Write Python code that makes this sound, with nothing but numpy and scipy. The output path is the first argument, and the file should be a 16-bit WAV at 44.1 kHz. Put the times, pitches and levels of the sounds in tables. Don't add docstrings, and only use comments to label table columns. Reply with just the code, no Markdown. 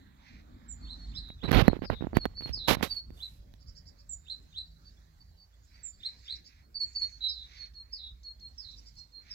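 import sys
import numpy as np
from scipy import signal
from scipy.fft import rfft, irfft
from scipy.io import wavfile
from scipy.ndimage import uniform_filter1d

SR = 44100
rng = np.random.default_rng(int(sys.argv[2]) if len(sys.argv) > 2 else 0)


def digitize_waveform(pressure):
    field = np.atleast_2d(pressure).T
    bounded = np.clip(field, -1, 1)
    quanta = np.round(bounded * 32767).astype(np.int16)
    wavfile.write(sys.argv[1], SR, quanta)


def gain_from_decibels(decibels):
    exponent = np.asarray(decibels, float) / 20
    return 10 ** exponent


N = 411894
LAG = 21
FAINT_PAN_DB = -6


def evened(x):
    return x / np.sqrt(np.mean(x ** 2) + 1e-20)


def read(points, hz):
    f, value = np.transpose(points)
    return np.interp(np.log(hz + 1), np.log(f + 1), value)


def add(mix, s, sound):
    part = mix[..., round(s * SR):][..., :sound.shape[-1]]
    part += sound[..., :part.shape[-1]]


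def wander(count, hz):
    smoother = signal.butter(4, hz, fs=SR, output="sos")
    settle = 4000
    return evened(signal.sosfilt(smoother, rng.standard_normal(count + settle))[settle:])


def sing(shape, db, pan_db, trill_hz=210., swing_hz=0., throb=0., rough=0., blur_hz=0., octave_db=-47.0,
         third_db=-79.0):
    s, hz, shape_db = np.transpose(shape)
    t = np.arange(0, s[-1], 1 / SR)
    trill = np.sin(2 * np.pi * trill_hz * t)
    hz = uniform_filter1d(np.interp(t, s, hz), size=80)
    hz = hz + swing_hz * trill + blur_hz * wander(len(t), 400.)
    phase = 2 * np.pi * np.cumsum(hz) / SR
    level = gain_from_decibels(db + np.interp(t, s, shape_db))
    level = level * (1 + throb * trill + rough * wander(len(t), 120.0))
    tone = np.sin(phase) + gain_from_decibels(octave_db) * np.sin(2 * phase) + gain_from_decibels(third_db) * np.sin(3 * phase)
    tone = level * tone * signal.windows.tukey(len(t), .08)
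    left, right = np.pad(tone, (0, LAG)), np.pad(tone, (LAG, 0))
    return np.array([left, gain_from_decibels(-pan_db) * right])


def whistle(mix, s, length, db, hz, sag_hz_per_s, pan_db, rough=.22):
    end_hz = hz - sag_hz_per_s * length
    shape = [(0, hz + 40, -16),
             (.3 * length, .7 * hz + .3 * end_hz, -2),
             (.7 * length, .2 * hz + .8 * end_hz, 0),
             (length, end_hz, -10)]
    add(mix, s, sing(shape, db, pan_db, rough=rough, octave_db=-55, third_db=-54))


def whistlers(near, far):
    # start in seconds, level of the high note in dB, of the low note in dB, high pitch in Hz,
    # left-right balance in dB.
    pairs = [
        (2.141, -45.5, -39.5, 4530, -2.5),
        (2.363, -38, -38.5, 4510, -4.5),
        (2.896, -33.5, -36, 4605, -7),
        (6.743, -36, -30.5, 4587, -6.5),
        (6.949, -30, -28.5, 4540, -4),
    ]
    # start in seconds, level of the first note in dB, of the repeat in dB, pitch in Hz,
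    # left-right balance in dB.
    doubles = [
        (0.809, -51.5, -52, 4400, 0),
        (1.485, -42.5, -51, 4350, 13),
        (7.576, -45, -47, 4365, -6),
        (8.235, -42.5, -46.5, 4344, -3),
        (8.954, -54, -52.5, 4297, -9),
    ]
    # start in seconds, length in seconds, level in dB, pitch in Hz.
    faint = [(1.793, 0.04, -72, 4560), (2.347, 0.041, -53, 4300), (3.088, 0.1, -76.5, 4470),
             (4.652, 0.023, -66.5, 4570), (4.7, 0.037, -74, 4560), (4.745, 0.034, -71, 4000),
             (4.845, 0.053, -59, 4554), (4.966, 0.022, -69.5, 3430), (5.198, 0.03, -59, 4560),
             (5.25, 0.067, -75, 4610), (5.368, 0.087, -62, 4564), (5.522, 0.033, -73, 3400),
             (5.617, .035, -74.5, 6720), (5.734, 0.035, -60, 4600), (5.774, 0.054, -68, 4580),
             (5.92, 0.048, -64, 4580), (6.267, 0.11, -59, 4590), (6.62, 0.048, -71, 4330),
             (7.087, 0.098, -56, 4360), (7.548, .04, -60, 4540), (7.899, 0.044, -62.5, 4480)]
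    for s, db, low_db, hz, pan_db in pairs:
        whistle(near, s, .043, db, hz, 1700, pan_db)
        whistle(near, s + .055, .052, low_db, hz - 142.2, 1700, pan_db - 1)
    for s, first_db, again_db, first_hz, pan_db in doubles:
        for at, db, hz in [(s, first_db, first_hz), (s + .165, again_db, first_hz - 30)]:
            whistle(near, at, .092, db, hz, 750, pan_db)
            snap = [(0, 3000, -3), (.008, 7800, 0)]
            add(far, at - .005, sing(snap, db - 18, pan_db, rough=.5))
    for s, length, db, hz in faint:
        whistle(near, s, length, db, hz, 200, FAINT_PAN_DB, rough=.3)


def chips(near):
    # start in seconds, level in dB, lowest pitch in Hz, highest pitch in Hz.
    chip_rows = [
        (.168, -87, 6650, 8000),
        (4.424, -73, 4470, 8700),
        (5.536, -74, 6730, 7800),
        (5.648, -66.5, 6110, 7770),
        (5.9, -70, 4755, 7000),
        (6.929, -61.5, 3790, 6550),
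        (7.093, -60.5, 3430, 7640),
        (8.48, -69.5, 7140, 8000),
        (8.715, -74, 6840, 7740),
        (8.798, -79, 10000, 11780),
    ]
    for s, db, low_hz, high_hz in chip_rows:
        shape = [(0, low_hz, 0.017), (.008, high_hz, 0.0073)]
        add(near, s, sing(shape, db, FAINT_PAN_DB, rough=0.33))


def songs(near, far):
    # seconds after its start, pitch in Hz, level in dB.
    rise = [(0, 2400, -35), (.015, 3000, -28), (.027, 3550, -11), (.04, 3780, -9), (.052, 4110, 0),
            (.068, 4170, -2), (.093, 3950, -13)]
    lead = [(0, 3543, -17), (.012, 3588, 2), (.035, 3640, -1.5)]
    seep = [(0, 7750, 0), (.012, 7600, 4), (.045, 7240, 5), (.07, 7230, -1), (.088, 7230, -22)]
    fall = [(0, 5330, -3.5), (.018, 5150, 7), (.04, 4803, 0), (.058, 4400, -4), (.072, 4030, -2.5),
            (.11, 3909, -1), (.18, 3816, -4.5)]
    buzz = [(0, 3920, -17), (.04, 3933, 1), (.065, 3912, -0.5), (.1, 3920, -6.5), (.135, 3936, -24)]
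    arch = [(0, 4700, -16), (.012, 5200, -6), (.026, 5550, 0), (.037, 5600, 0), (.046, 4900, -8)]
    drift = [(0, 7850, -3), (.03, 7700, 0), (.15, 7300, -4), (.3, 6700, -5), (.4, 6300, -12)]
    slide = [(0, 7810, -8.5), (.04, 7900, -13.5), (.1, 6500, -24.5), (.13, 6310, -25.5)]
    # start in seconds, peak in dB, pitch factor, left-right balance in dB.
    rises = [(0.855, -45, 0.99, -8.5), (1.043, -60, 1.04, -5), (1.121, -44.5, 0.97, -9.5),
             (1.391, -43, 0.96, -5), (1.623, -40.5, 1, 3.5), (3.177, -39, 0.97, -4), (4.258, -40, 1, -7),
             (4.527, -35, .99, -3), (6.008, -35.5, 1, -4.5), (6.258, -33.5, .995, -3.5)]
    seeps = [
        (0.681, -57.5, .98, -12.5),
        (4.09, -51.5, 0.98, -11.5),
        (5.83, -58, 0.99, -17),
    ]
    falls = [
        (1.143, -54, 1.016, -4.5),
        (1.838, -47, .99, 17),
        (2.525, -41, 1.006, -4.5),
        (7.28, -47, 1.01, -5.5),
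        (7.921, -45.5, 1, -4),
        (8.575, -53, 1.046, -10),
        (9.298, -49, 1.03, -3.5),
    ]
    buzzes = [
        (1.245, -53, .98, -6),
        (2.64, -43, .995, -8),
        (2.81, -56, .99, -6),
        (7.203, -33, 1, -7),
    ]
    arches = [(3.592, -73, .97, -12), (3.659, -67, 1, -12), (3.747, -65, 1, -12), (3.852, -66, 1, -12),
              (3.975, -69, .98, -9), (6.235, -64, 1, -6), (6.33, -61, 1, -6), (6.44, -61, .97, -8),
              (8.685, -67, 1, -5.5), (8.758, -62, 1.03, -6), (8.85, -61, 1.01, -7), (8.96, -61, 1.03, -8)]
    drifts = [
        (6.796, -69.5, 0.96, -8.5),
    ]
    slides = [
        (2.061, -66, 0.89, 11),
        (6.795, -57.5, 0.86, -1.5),
        (6.889, -56, 0.92, -3),
        (6.991, -57.5, 0.9, -7),
        (7.07, -64.5, 0.86, -5),
    ]
    # multiple, level in dB.
    arch_stack = [
        (12, 0),
        (13, -2),
        (14, 0),
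        (18, -9),
    ]
    leads = np.add(rises, [-.014, -25, .015, 0])
    hooks = np.concatenate([np.multiply(arches, [1, 1, k / 14, 1]) + [0, db, 0, 0] for k, db in arch_stack])
    voices = [
        (rise, rises, far, dict(rough=.5, throb=.3, trill_hz=150, blur_hz=85, octave_db=-32)),
        (lead, leads, far, dict(rough=0.44, blur_hz=60.3)),
        (seep, seeps, near, dict(rough=.3, octave_db=-50)),
        (fall, falls, far, dict(swing_hz=185, throb=-.3, rough=.3, blur_hz=42, trill_hz=220)),
        (buzz, buzzes, near, dict(swing_hz=110, throb=.2, rough=.2, blur_hz=25, trill_hz=215, octave_db=-44)),
        (arch, hooks, near, dict(rough=.4, blur_hz=60, octave_db=-60)),
        (drift, drifts, far, dict(rough=.7, blur_hz=260, octave_db=-60)),
        (slide, slides, far, dict(rough=.6, blur_hz=200, octave_db=-60))]
    for shape, rows, mix, voice in voices:
        for s, db, pitch, pan_db in rows:
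            add(mix, s, sing(np.multiply(shape, [1, pitch, 1]), db, pan_db, **voice))


def yard(x, t60, start):
    t = np.arange(SR // 2) / SR
    hits = rng.random((2, len(t))) < .04
    taps = rng.standard_normal((2, len(t))) * hits * gain_from_decibels(-60 * t / t60) * (t > start)
    taps = taps / np.linalg.norm(taps, axis=1)[:, None]
    return signal.fftconvolve(x, taps, axes=1)[:, :N]


def birds():
    near, far = np.zeros((2, 2, N))
    whistlers(near, far)
    chips(near)
    songs(near, far)
    near_echo = gain_from_decibels(-7.5) * yard(near, .14, .006) + gain_from_decibels(-23) * yard(near, .8, .021)
    far_echo = gain_from_decibels(-3.5) * yard(far, .13, .002) + gain_from_decibels(-19) * yard(far, .45, .03)
    return near + near_echo + far + far_echo


def stroke(length, bright, grit):
    # frequency in Hz, level in dB per Hz.
    heavy_colour = [(18, -39.5), (30, 6.5), (145, 2.5), (540, -8), (632, -11.5), (2200, -19.5), (4080, -25),
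                    (8300, -59.5), (12300, -43.5), (16000, -57)]
    light_colour = [(18, -28), (30, -0.5), (822, -3.5), (1010, -5), (1390, -8), (3980, -7.5), (8740, -25.5),
                    (12600, -15.5), (16000, -33)]
    count = round(length * SR)
    grains = rng.standard_normal(count) * gain_from_decibels(grit * wander(count, 350.))
    hz = np.fft.rfftfreq(count, 1 / SR)
    colour_db = (1 - bright) * read(heavy_colour, hz) + bright * read(light_colour, hz)
    return evened(irfft(rfft(grains) * gain_from_decibels(colour_db), count))


def rubs(out):
    # start in seconds, length in seconds, level in dB, dB lost by the end, brightness (0 heavy, 1 light).
    rub_rows = [(1.421, 0.057, -31.5, 1, 0), (1.472, 0.037, -27.5, -4, 0), (1.507, 0.012, -24, -0.5, 0.26),
                (1.519, 0.11, -17, -3.5, 0.25), (1.615, 0.084, -30, 5.5, 0.26), (1.685, 0.11, -41, -2.5, 0),
                (1.812, 0.055, -34, -2.5, 0), (1.9, 0.059, -27, 4.5, 0), (1.991, 0.095, -42.5, 3, 0),
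                (2.141, 0.054, -37, -5.5, 0.43), (2.238, 0.035, -44.5, -3.5, 0.37),
                (2.406, 0.048, -48.5, 7, 0.7), (2.448, 0.082, -44, 7, 0.72), (2.673, 0.088, -15, 13, 0.9),
                (2.742, 0.11, -44, -1.5, 0.3), (2.823, 0.062, -21, 25, 0.98), (2.845, 0.19, -48.5, 15, 1.4),
                (3.098, 0.36, -57, 12.5, 1.7)]
    for s, length, db, lost_db, bright in rub_rows:
        rub = stroke(length, bright, 1.8)
        level = gain_from_decibels(db - np.linspace(0, lost_db, len(rub)))
        add(out, s, level * rub * signal.windows.tukey(len(rub), .3 if db > -24 else .7))


def skims(out):
    # start in seconds, length in seconds, level in dB, brightness (0 heavy, 1 light).
    skim_rows = [
        (1.951, 0.048, -59, 0.4),
        (2.069, .07, -58.5, 0.33),
        (2.19, 0.077, -57, .3),
        (2.262, 0.094, -61, .3),
        (2.531, 0.2, -60.5, 0.2),
    ]
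    for s, length, db, bright in skim_rows:
        skim = stroke(length, bright, 1.556)
        add(out, s, gain_from_decibels(db) * skim * signal.windows.tukey(len(skim), .3))


def knocks(out):
    # start in seconds, peak of the tick in dB, thump over it in dB, crack over it in dB. The last row
    touches = [(1.301, -39, -6, -19.5), (1.44, -44, 10, -36), (1.478, -35.5, -5, -27.5),
               (1.512, -22.5, 0.5, -29.5), (1.678, -17, -28, -19), (1.679, -3.5, -8, -19.5),
               (1.683, -18.5, 0.5, -29), (1.91, -34, -3, -23), (1.926, -37, -7, -25.5),
               (2.149, -33.5, -10, -28), (2.158, -34, -2, -42.5), (2.166, -18, -14, -23.5),
               (2.168, -11, -5, -17.5), (2.243, -40, -12, -13), (2.253, -15, -31, -19),
               (2.257, -24, -5, -22), (2.374, -51, -5, -16), (2.407, -37.5, -8, -14),
               (2.421, -46.5, -1, -15), (2.457, -37, -4, -15), (2.509, -51, -6, -10), (2.573, -49, -3, -28),
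               (2.686, -23.5, -20, -17), (2.707, -11, -18, -19), (2.71, -14.5, -12.5, -21),
               (2.768, -31.5, -1, -36.5), (2.783, -40, -2, -54), (2.808, -23, -14, -36),
               (2.871, -45, -4, -22), (3.103, -58.5, 12, 1), (3.537, -67.5, 10.5, 14)]
    lifts = [(1.515, -20.5, -7.5, -3), (1.528, -26, -18.5, -5), (1.546, -18.5, -31.5, -9.5),
             (1.645, -36, -6, -23), (1.697, -28.5, -3, -41), (1.712, -40.5, -2.5, -24),
             (1.73, -12.5, -32, -68), (1.765, -44.5, 7.5, -17.5), (1.789, -48, 11, -36),
             (1.819, -33.5, 1, -28), (1.898, -16.5, -21, -36), (1.9, -13.5, -11.5, -29.5),
             (2.007, -37, 4, -26), (2.022, -32, 1, -49), (2.038, -33.5, -0.5, -50), (2.044, -37, 4, -46),
             (2.068, -26, -6.5, -68), (2.13, -28, -8.5, -44), (2.139, -39, 1, -40.5),
             (2.184, -39.5, 0, -26.5), (2.492, -46, 9.5, -4), (2.826, -18, -24, -10),
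             (2.83, -22.5, -2.5, -28.5), (1.286, -65.5, -20, 12)]
    t = np.arange(1500) / SR
    soft = 1 - np.exp(-t / .00025)
    for s, db, thump_db, crack_db, sign in [(*k, 1) for k in touches] + [(*k, -1) for k in lifts]:
        tick = -np.sin(2 * np.pi * 560 * rng.uniform(.7, 1.3) * t) * gain_from_decibels(-60 * t / .007)
        ping = np.sin(2 * np.pi * 1900 * rng.uniform(.8, 1.2) * t) * gain_from_decibels(-60 * t / .004)
        tick += gain_from_decibels(.5 * crack_db + 9) * ping
        falling = t - 9 * t ** 2
        thump = -np.sin(2 * np.pi * 210 * rng.uniform(0.6, 1.56) * falling) * gain_from_decibels(-60 * t / 0.013)
        crack = np.diff(stroke(0.21, 0.31, 0.)[:len(t) + 1]) * gain_from_decibels(-60 * t / 0.008)
        body = sign * soft * (tick + gain_from_decibels(thump_db + 12.0) * thump)
        add(out, s + 0.0018, gain_from_decibels(db + 6) * (body + gain_from_decibels(crack_db + 15.5) * crack))


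def heaves(out):
    # start in seconds, level in dB, pitch in Hz, t60 in seconds.
    heave_rows = [
        (1.622, 1.5, 120, 0.025),
        (1.699, -10.5, 70.9, 0.037),
        (2.461, -28.5, 130, 0.058),
        (2.495, -19.5, 63, 0.11),
    ]
    t = np.arange(SR // 8) / SR
    for s, db, hz, t60 in heave_rows:
        add(out, s, gain_from_decibels(db - 60 * t / t60) * np.sin(2 * np.pi * hz * t) * (1 - np.exp(-t / .002)))


def grip():
    # time in seconds, level in dB.
    pressure = [
        (1.35, -57),
        (1.489, -45),
        (1.614, -37),
        (1.639, -45.5),
        (2.225, -55.5),
        (2.456, -59.5),
        (2.652, -48),
        (2.75, -38),
        (2.946, -55.5),
        (3.2, -70),
    ]
    s, db = np.transpose(pressure)
    rumble = np.diff(wander(N + 1, 77.0)) * gain_from_decibels(4.0 * wander(N, 25.))
    return gain_from_decibels(np.interp(np.arange(N) / SR, s, db, -120, -120) - 3.5) * evened(rumble)


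def finger():
    out = np.zeros(N)
    rubs(out)
    knocks(out)
    heaves(out)
    skims(out)
    return out + grip()


def rake():
    # start in seconds, length in seconds, rms level in dB, share of the stroke spent rising, treble in dB.
    pulls = [
        (0.171, 0.25, -59.5, 0.46, -6),
        (5.67, .22, -67, .4, -12),
        (5.967, 0.21, -67, 0.39, -12.5),
        (6.169, .24, -64.5, 0.46, -12.5),
        (6.441, 0.19, -65.5, 0.33, -4.5),
        (6.779, .19, -69, 0.33, -9),
        (6.977, 0.15, -65, 0.26, -9),
        (7.43, 0.25, -54, 0.53, 1.5),
        (7.796, 0.23, -78, 0.32, -12),
        (9.201, 0.18, -58.5, 0.53, -2.5),
    ]
    # frequency in Hz, level in dB per Hz.
    tines = [(600, -36.5), (1250, -14), (1900, -3.5), (2340, -1), (2900, -13), (4030, -2.5), (5100, -9),
             (6100, -11), (8500, -44.5)]
    out = np.zeros((2, N + SR))
    count = round(.4 * SR)
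    hz = np.fft.rfftfreq(count, 1 / SR)
    same, pan_db = .7, -6.5
    for s, length, db, rising, treble_db in pulls:
        u = np.arange(count) / SR / length
        colour = gain_from_decibels(read(tines, hz) + treble_db * (hz > 2900))
        a, b = (evened(irfft(rfft(rng.standard_normal(count)) * colour, count)) for _ in "ab")
        pull_db = np.interp(u, [0, rising, .95, 1.15], [-17, 0, -6, -30])
        level = gain_from_decibels(db + pull_db + 1.1 * wander(count, 60.)) * (u < 1.15)
        right = same * np.roll(a, LAG) + np.sqrt(1 - same ** 2) * b
        add(out, s, level * np.array([a, right]) * gain_from_decibels([[pan_db / 2], [-pan_db / 2]]))
    return out[:, :N]


def hum(s, length, first_hz, last_hz, db, orders_db):
    out, count = np.zeros(N), round(3 * SR)
    t = np.arange(count) / SR
    hz = np.interp(t, [0, length], [first_hz, last_hz]) * (1 + .015 * wander(count, 3.))
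    phase = 2 * np.pi * np.cumsum(hz) / SR
    edge = np.minimum(t, length - t) / .087
    level = gain_from_decibels(db - 18 * (1 - np.clip(edge, 0, 1))) * (edge > 0)
    tones = sum(gain_from_decibels(d + 3 * wander(count, 6.)) * np.sin(k * phase) for k, d in orders_db)
    add(out, s, level * tones)
    return out


def engine():
    # start in seconds, length in seconds, first pitch in Hz, last pitch in Hz, level in dB.
    engines = [
        (0, 0.58, 67.2, 58.5, -66.5),
        (0.617, 0.7, 53.46, 50.3, -49.5),
        (1.303, 2.5, 56, 58.83, -57.5),
        (3.442, 2.5, 50.48, 55.04, -64),
        (5.696, 1.104, 57.9, 62.15, -64.5),
        (6.8, 1.87, 63.12, 64.16, -60.5),
        (6.901, 2.36, 48.46, 51.1, -62),
    ]
    whines = [
        (1.5, .85, 155, 190, -67),
        (2.8, .5, 150, 149, -69),
        (3.5, 2.0, 152, 167, -70),
        (3.5, 2.3, 76, 85, -64),
        (3.2, 1.0, 575, 588, -77),
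    ]
    # multiple of the engine pitch, level in dB.
    orders_db = [
        (1, 4.5),
        (1.5, -14.5),
        (2, -16.5),
    ]
    motors = sum(hum(*row, orders_db) for row in engines)
    return motors + sum(hum(*row, [(1, 0.0047)]) for row in whines)


def air():
    # frequency in Hz, level in dB per Hz.
    air_before = [(15, -35), (30, 1.5), (70, -8.5), (123, -16), (242, -10.5), (405, -33), (1230, -32),
                  (1940, -37), (2760, -47.5), (4030, -31), (4870, -42), (7500, -46.5), (8700, -59),
                  (12500, -52), (16000, -53)]
    air_after = [(15, -28.5), (35, -7), (58, -5.5), (120, -21), (260, -29.5), (400, -39), (1200, -45),
                 (2000, -50.5), (2900, -55), (4300, -42.5), (7500, -52.5), (8700, -66), (12500, -58),
                 (16000, -58)]
    air_db = -52.5, -50.5
    # time in seconds, level in dB.
    traffic = [
        (0, -4),
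        (1.281, 5),
        (1.299, -2.5),
        (2.2, 0),
        (3.1, -4),
        (3.7, -5.5),
        (4.4, -10.5),
        (5.6, -13.5),
        (9.34, -10.5),
    ]
    # middle in seconds, half length in seconds, dB over the lull.
    bouts = [
        (1.1, .3, 11),
        (4.45, .2, 6),
        (4.9, .15, 7),
        (5.75, .12, 7),
        (6.2, .27, 12),
        (6.68, .06, -6),
        (7.05, .2, 11),
        (7.35, .12, 10),
        (8.75, .25, 10),
    ]
    # frequency in Hz, likeness of the two ports (0-1).
    port_likeness = [(60, 1), (180, 0.72), (550, 0.0092), (1650, 0.88), (4970, 0), (8500, 0),
                     (15000, 0.099)]
    # frequency in Hz, left-right balance in dB.
    port_lean = [(60, -1), (180, -1.5), (550, 2.5), (1650, -8), (4970, -9.5), (15000, -1)]
    join_s, lull_db, roar_share = 1.288, -8, 0.23
    hop, size = 256, 1024
    frames, hz = N // hop + 5, np.fft.rfftfreq(size, 1 / SR)
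    a, b, c, d, patches = rng.standard_normal((frames, 513, 5)).T
    patches = evened(uniform_filter1d(uniform_filter1d(patches, 10, 0), 16, 1))
    t = np.arange(frames) * hop / SR
    near_db = np.interp(t, *np.transpose(traffic))
    chatter_db = np.full(frames, float(lull_db))
    for s, half, db in bouts:
        same_side = (t < join_s) == (s < join_s)
        chatter_db += db * np.exp(-((t - s) / half) ** 2) * same_side
    takes = []
    for points, db in zip((air_before, air_after), air_db):
        colour_db = read(points, hz)
        takes.append(db + colour_db - 10 * np.log10(np.mean(gain_from_decibels(2 * colour_db))))
    field_db = np.where(t < join_s, takes[0][:, None], takes[1][:, None])
    field_db += (1.2 + 1.7 * (hz < 8500))[:, None] * patches - 40 * (hz > 15850)[:, None]
    roar = np.exp(-np.log(hz / 620 + 1e-3) ** 2 / .5)[:, None]
    rumble = (1 / (1 + (hz / 300) ** 2))[:, None]
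    chatter = np.exp(-np.log(hz / 5000 + 1e-3) ** 2 / .3)[:, None]
    field_db += roar * roar_share * near_db + rumble * near_db + chatter * chatter_db
    same = np.clip(read(port_likeness, hz), -1, 1)[:, None]
    lean = gain_from_decibels(read(port_lean, hz) / 2)[:, None]
    left = a + 1j * b
    right = same * left + np.sqrt(1 - same ** 2) * (c + 1j * d)
    z = np.array([left * lean, right / lean])
    unit = np.std(signal.istft(left, nperseg=size, noverlap=size - hop)[1])
    return signal.istft(z * gain_from_decibels(field_db), nperseg=size, noverlap=size - hop)[1][:, :N] / unit


def scene():
    town = air() + engine() * gain_from_decibels([[-1.5], [1.5]])
    late = np.array([town[0], np.roll(town[1], LAG)])
    return birds() + finger() * gain_from_decibels([[-64], [0]]) + rake() + late


def low_pass(x):
    return signal.sosfilt(signal.butter(12, 16650, fs=SR, output="sos"), x)


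def record(dry):
    cut = signal.lfilter(*signal.butter(3, 36, "high", fs=SR), dry)
    held = cut / (1 + (cut / .97) ** 4) ** .25
    return low_pass(held)


dry = scene()
out = record(dry)
digitize_waveform(out)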